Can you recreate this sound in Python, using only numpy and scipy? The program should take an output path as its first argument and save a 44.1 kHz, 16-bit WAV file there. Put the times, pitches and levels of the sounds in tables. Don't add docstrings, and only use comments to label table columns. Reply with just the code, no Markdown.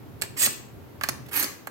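import sys
import numpy as np
from scipy import signal
from scipy.fft import rfft, irfft
from scipy.io import wavfile

SR = 44100
rng = np.random.default_rng(int(sys.argv[2]) if len(sys.argv) > 2 else 0)


def dump(signal):
    limited = np.clip(np.atleast_2d(signal).T, -1, 1)
    pcm = np.round(limited * 32767).astype(np.int16)
    wavfile.write(sys.argv[1], SR, pcm)


N = 74970

# frequency in Hz, gain in dB.
RUMBLE_EQ = [(20, -74), (38, -40), (62, -8.5), (120, -3), (165, -10), (290, -9), (500, -16.5), (900, -22.5),
             (2000, -32), (4000, -41), (9000, -53), (16000, -117)]
MIC_HISS_EQ = [(1000, 8), (6000, -4.5), (9500, -7.5), (12500, 2), (16000, -1)]
# frequency in Hz, level in dB before the swell.
HUM_TONES = [(127, -54), (399, -62)]
# time in seconds, gain in dB.
LOW_SWELL = [(0, 3.5), (.12, 2), (.3, 3), (.67, -2), (.78, 4), (.9, -3), (1.2, 6.5), (1.3, 0), (1.7, -9.5)]
# start in seconds, relative levels in dB of housing knock,
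# steel tick, blade ring and low thud, then knock centre in Hz, steel snap in Hz.
CONTACTS = [(0.2147, -25, -8, -15, 0.5, 2040, 8400), (0.2202, -1.5, 4.5, 1, 5, 1820, 7560),
            (0.2224, 1.5, -8, -8, 2, 1780, 6500), (0.4163, 2, 1.5, -6, -26, 1700, 4940),
            (0.4632, -20, 3, -17, 5, 1800, 4420), (0.4721, 5.5, -13, -29, 10.5, 1090, 4450),
            (1.0114, 7, -13.5, -40, -17, 1150, 4570), (1.036, 10, 0, -29, -15, 1670, 4270),
            (1.0376, 10, -9, -12, -12, 1050, 12900), (1.041, 4, -11, -29, -18, 1500, 7500),
            (1.0878, 10, 6.5, -6, 11.5, 1130, 6250), (1.0899, 0.5, -0.5, -24, -19, 1430, 8900),
            (1.0932, -12, -4.5, -20, -15, 1420, 11800), (1.4271, 1, 0, 0.5, 4.5, 1200, 6640),
            (1.443, -4, -0.5, -30, 8.5, 1390, 4800), (1.6713, 7, -9.5, -11, -27, 714, 13200)]
# frequency in Hz, gain in dB.
TICK_EQ = [(300, -9), (1500, -4.5), (2600, 0.5), (3700, -4.5), (4600, -2.5), (7000, -3.5), (10000, -1.5),
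           (12500, -3), (16000, -1.5)]
THUD_EQ = [(35, -60), (70, -30), (130, -8), (240, 4.5), (500, 1.5), (1000, -20), (4000, -48)]
# frequency in Hz, t60 in seconds, gain in dB.
HOUSING_MODES = [(292, 0.055, -0.5), (404, 0.11, 6), (522, 0.028, -3), (814, 0.015, -5), (1103, 0.011, 1.5),
                 (1358, 0.0096, -0.5), (1658, 0.012, 5), (2070, 0.0038, 2), (3150, 0.0033, -3)]
# frequency in Hz, t60 in seconds, gains in dB for pull one, pull two, click.
BLADE_MODES = [(1954, 0.082, 13.5, 6, -3), (4300, 0.0086, -3.5, -0.5, 3.5), (5200, .007, -2, -24, -29),
               (6645, 0.08, 13, -0.5, 3), (7360, 0.038, 11, -14, 2), (7634, .06, 18.5, -19, 1),
               (7700, .04, 17, -8, -6), (8350, 0.01, 13.5, -6, -4), (8510, 0.033, 15.5, -11, 6),
               (11970, 0.0076, -8, 10.5, -5), (12900, 0.0045, -8, 5, -18)]
# start in seconds, length in seconds, level in dB.
SCUFF_TOUCHES = [(0.233, 0.026, -38), (1.014, 0.07, -41), (1.261, 0.008, -43), (1.283, 0.016, -43)]
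# frequency in Hz, gain in dB.
SCUFF_EQ = [(1000, -5), (2000, -2), (4000, -9), (7000, -13.5), (10000, -13), (12500, -8), (15000, -13)]
# time in seconds, relative level in dB.
FIRST_PRESSURE = [(.366, -36), (.372, -35.5), (.395, -25.5), (.413, -21.5), (.421, -18), (.425, -24),
                  (.429, -21.5), (.44, -23.5), (.464, -23), (.47, -66)]
SECOND_PRESSURE = [(1.311, -43), (1.316, -39), (1.345, -29.5), (1.366, -22.5), (1.381, -26), (1.394, -25.5),
                   (1.408, -22.5), (1.424, -32), (1.434, -26), (1.45, -58)]
# frequency in Hz, gain in dB.
FIRST_EDGE_EQ = [(1000, -24.5), (2600, 2.5), (3700, -2.5), (5000, 1.5), (6000, -3), (7900, 5),
                 (10200, -4.5), (12500, 3), (16000, 0)]
SECOND_EDGE_EQ = [(1000, -17), (2000, 0), (3500, -8.5), (4400, -1.5), (6800, -11.5), (8800, 3), (10500, 3),
                  (12500, 1.5), (15000, 3)]
# frequency in Hz, gain in dB.
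SIDEWAYS_EQ = [(4500, -1), (6500, 10), (9000, -2.5), (12000, -2), (14500, -5.5)]
# frequency in Hz, gain in dB.
LEFT_SHADE_EQ = [(200, -5), (1500, -1), (4500, -5.5), (8000, -2.5), (11000, -5.5), (16000, -4)]
# frequency in Hz, t60 in seconds, relative level in dB.
ROOM_BANDS = [(149, 0.29, -4), (500, 0.51, -2.5), (1910, 0.5, -6.5), (4470, 0.43, -7), (6800, 0.41, -6),
              (8900, 0.31, -8.5), (15140, 0.39, -11.5)]

KNOCK_T60_S = 0.0036
CHATTER_S, CHATTER_DB = 0.00052, 6
SNAP_T60_S, SNAP_DB = 0.004, 6.5
CATCHES_PER_S, CATCH_SPREAD_DB, JUDDER_HZ, JUDDER_DB = 5000, 2.5, 295.4, 4.5
HOUSING_FOLLOW = 0.34
RING_FOLLOW = 0.33
LEAVE_S, RING_FADE_DB_PER_S = 0.029, 200
WANDER_PER_S = 81
TABLE_LAG_S, TABLE_DECAY_S = 0.0012, 0.0044
ROOM_BUILD_S, ROOM_LEFT_DB, LEFT_LAG_SAMPLES = 0.0041, 1.5, 7
TIME = np.arange(N) / SR


def amp(db):
    return 10 ** (np.asarray(db) / 20)


def unit(x):
    return x / np.sqrt(np.mean(x ** 2))


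def over_hz(f, hz, values):
    return np.interp(np.log(np.maximum(f, 1)), np.log(hz), values)


def eq(x, points):
    size = 4096
    gain = amp(over_hz(np.fft.rfftfreq(size, 1 / SR), *np.array(points).T))
    cepstrum = irfft(np.log(gain))
    cepstrum[1:size // 2] *= 2
    cepstrum[size // 2 + 1:] = 0
    return signal.fftconvolve(x, irfft(np.exp(rfft(cepstrum))))[:N]


def low_cut(x, hz):
    return signal.sosfilt(signal.butter(2, hz, "high", fs=SR, output="sos"), x)


def ring(x, hz, t60):
    pole = np.exp(-np.log(1000) / (t60 * SR))
    turn = np.exp(2j * np.pi * np.cumsum(hz * np.ones(N)) / SR)
    return 2 * (1 - pole) * (turn * signal.lfilter([1], [1, -pole], x / turn)).real


def drift(per_s):
    return np.interp(TIME * per_s, np.arange(N // 10), rng.standard_normal(N // 10))


def burst(decay_s):
    fade = np.exp(-TIME[:N // 20] / decay_s)
    spray = rng.standard_normal(len(fade)) * fade
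    for _ in range(10):
        flattened = irfft(np.exp(1j * np.angle(rfft(spray))), len(spray))
        spray = flattened * np.minimum(1, 10 * fade)
    return spray / np.linalg.norm(spray)


def room_tone():
    common = amp(-6.5) * rng.standard_normal(N)
    rumble = np.array([unit(eq(common + rng.standard_normal(N), RUMBLE_EQ)) for _ in range(2)])
    hum = sum(amp(db + drift(16.7)) * np.sin(2 * np.pi * hz * TIME + 0.5 * drift(21))
              for hz, db in HUM_TONES)
    bass = signal.sosfiltfilt(signal.butter(2, 200, fs=SR, output="sos"), rumble)
    hiss = np.array([unit(eq(rng.standard_normal(N), MIC_HISS_EQ)) for _ in range(2)])
    swell = amp(np.interp(TIME, *np.array(LOW_SWELL).T))
    return amp(-45.5) * (rumble + (swell - 1) * bass) + swell * hum + amp(-57) * hiss


def clicks():
    knocks, ticks, rings, thuds = np.zeros((4, N))
    for start_s, knock_db, tick_db, ring_db, thud_db, knock_hz, snap_hz in CONTACTS:
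        blow = np.zeros(N)
        blow[int(start_s * SR)] = 1
        chatter = amp(CHATTER_DB) * signal.fftconvolve(blow, burst(CHATTER_S))[:N]
        buzz = (blow + chatter) / np.hypot(1, amp(CHATTER_DB))
        knocks += amp(knock_db) * ring(blow, knock_hz, KNOCK_T60_S)
        ticks += amp(tick_db) * (buzz + amp(SNAP_DB) * ring(buzz, snap_hz, SNAP_T60_S))
        rings += amp(ring_db) * blow
        thuds += amp(thud_db) * blow
    body = amp(3.5) * housing(knocks) + amp(-2) * eq(thuds, THUD_EQ)
    steel = amp(-1) * eq(ticks, TICK_EQ) + amp(4.5) * blade(rings, contact="click")
    return low_cut(body + steel, hz=198)


def housing(drive):
    return sum((-1) ** k * amp(db) * ring(drive, hz, t60)
               for k, (hz, t60, db) in enumerate(HOUSING_MODES))


def blade(drive, contact, bend=1):
    column = ("first", "second", "click").index(contact)
    return sum(amp(gains_db[column]) * ring(drive, hz * bend, t60) for hz, t60, *gains_db in BLADE_MODES)


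def scuffs():
    level = np.zeros(N)
    for start_s, length_s, db in SCUFF_TOUCHES:
        from_middle = 2 * (TIME - start_s) / length_s - 1
        level += amp(db) * np.sqrt(np.maximum(0, 1 - from_middle ** 2))
    return level * unit(eq(catches(), SCUFF_EQ))


def catches():
    hits = rng.random(N) < CATCHES_PER_S / SR
    polarity = rng.choice([-1, 1], N)
    strength_db = CATCH_SPREAD_DB * rng.standard_normal(N) + JUDDER_DB * drift(JUDDER_HZ)
    return unit(hits * polarity * amp(strength_db))


def pull(pressure, edge_eq, contact, steel_db, housing_db, detune):
    pressure_db = np.interp(TIME, *np.array(pressure).T, left=-200, right=-200)
    bite_db = RING_FOLLOW * (pressure_db - pressure_db.max())
    leaving_s = np.maximum(0, TIME - pressure[-1][0] + LEAVE_S)
    ring_db = pressure_db + bite_db - RING_FADE_DB_PER_S * leaving_s
    hiss = eq(catches() * amp(pressure_db), edge_eq)
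    singing = blade(catches() * amp(ring_db), contact, bend=1 + detune * drift(WANDER_PER_S))
    rasp = housing(catches() * amp(HOUSING_FOLLOW * pressure_db))
    return amp(steel_db) * (hiss + singing) + amp(housing_db) * rasp


def table_scatter(x):
    response = np.pad(burst(TABLE_DECAY_S), (int(TABLE_LAG_S * SR), 0))
    return signal.fftconvolve(x, response)[:N]


def room_tail(x):
    freqs, centres_hz = np.fft.rfftfreq(N, 1 / SR), np.array(ROOM_BANDS)[:, 0]
    spectrum, tail = rfft(rng.standard_normal(N)), np.zeros(N)
    for share, (_, t60, db) in zip(np.eye(len(ROOM_BANDS)), ROOM_BANDS):
        band = irfft(spectrum * over_hz(freqs, centres_hz, share), N)
        rate = np.log(1000) / t60
        tail += amp(db) * band * np.exp(-rate * TIME) * np.sqrt(2 * rate / SR)
    build_up = 1 - np.exp(-TIME / ROOM_BUILD_S)
    return signal.fftconvolve(x, tail * build_up)[:N]


def place_right(source, send, scatter_db, room_db, left_db):
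    left, right = [source + amp(scatter_db) * table_scatter(source) for _ in range(2)]
    left = amp(left_db) * eq(np.pad(left, (LEFT_LAG_SAMPLES, 0))[:N], LEFT_SHADE_EQ)
    left_tail, right_tail = [amp(room_db) * room_tail(send) for _ in range(2)]
    return np.array([left + amp(ROOM_LEFT_DB) * left_tail, right + right_tail])


def scene():
    first = pull(FIRST_PRESSURE, FIRST_EDGE_EQ, "first", steel_db=-1, housing_db=-18.5, detune=0.0025)
    second = pull(SECOND_PRESSURE, SECOND_EDGE_EQ, "second", steel_db=1, housing_db=-14, detune=0.013)
    handling = clicks() + scuffs()
    return (place_right(first, send=first, scatter_db=0, room_db=2, left_db=-1.5)
            + place_right(second, send=eq(second, SIDEWAYS_EQ), scatter_db=-4, room_db=4, left_db=-4)
            + place_right(handling, send=handling, scatter_db=-2, room_db=-3.5, left_db=-2)
            + room_tone())


def record(dry):
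    high_cut = signal.ellip(10, 0.2, 70, 15850, fs=SR, output="sos")
    return signal.sosfilt(high_cut, low_cut(dry, hz=40))


dry = scene()
out = record(dry)
dump(out)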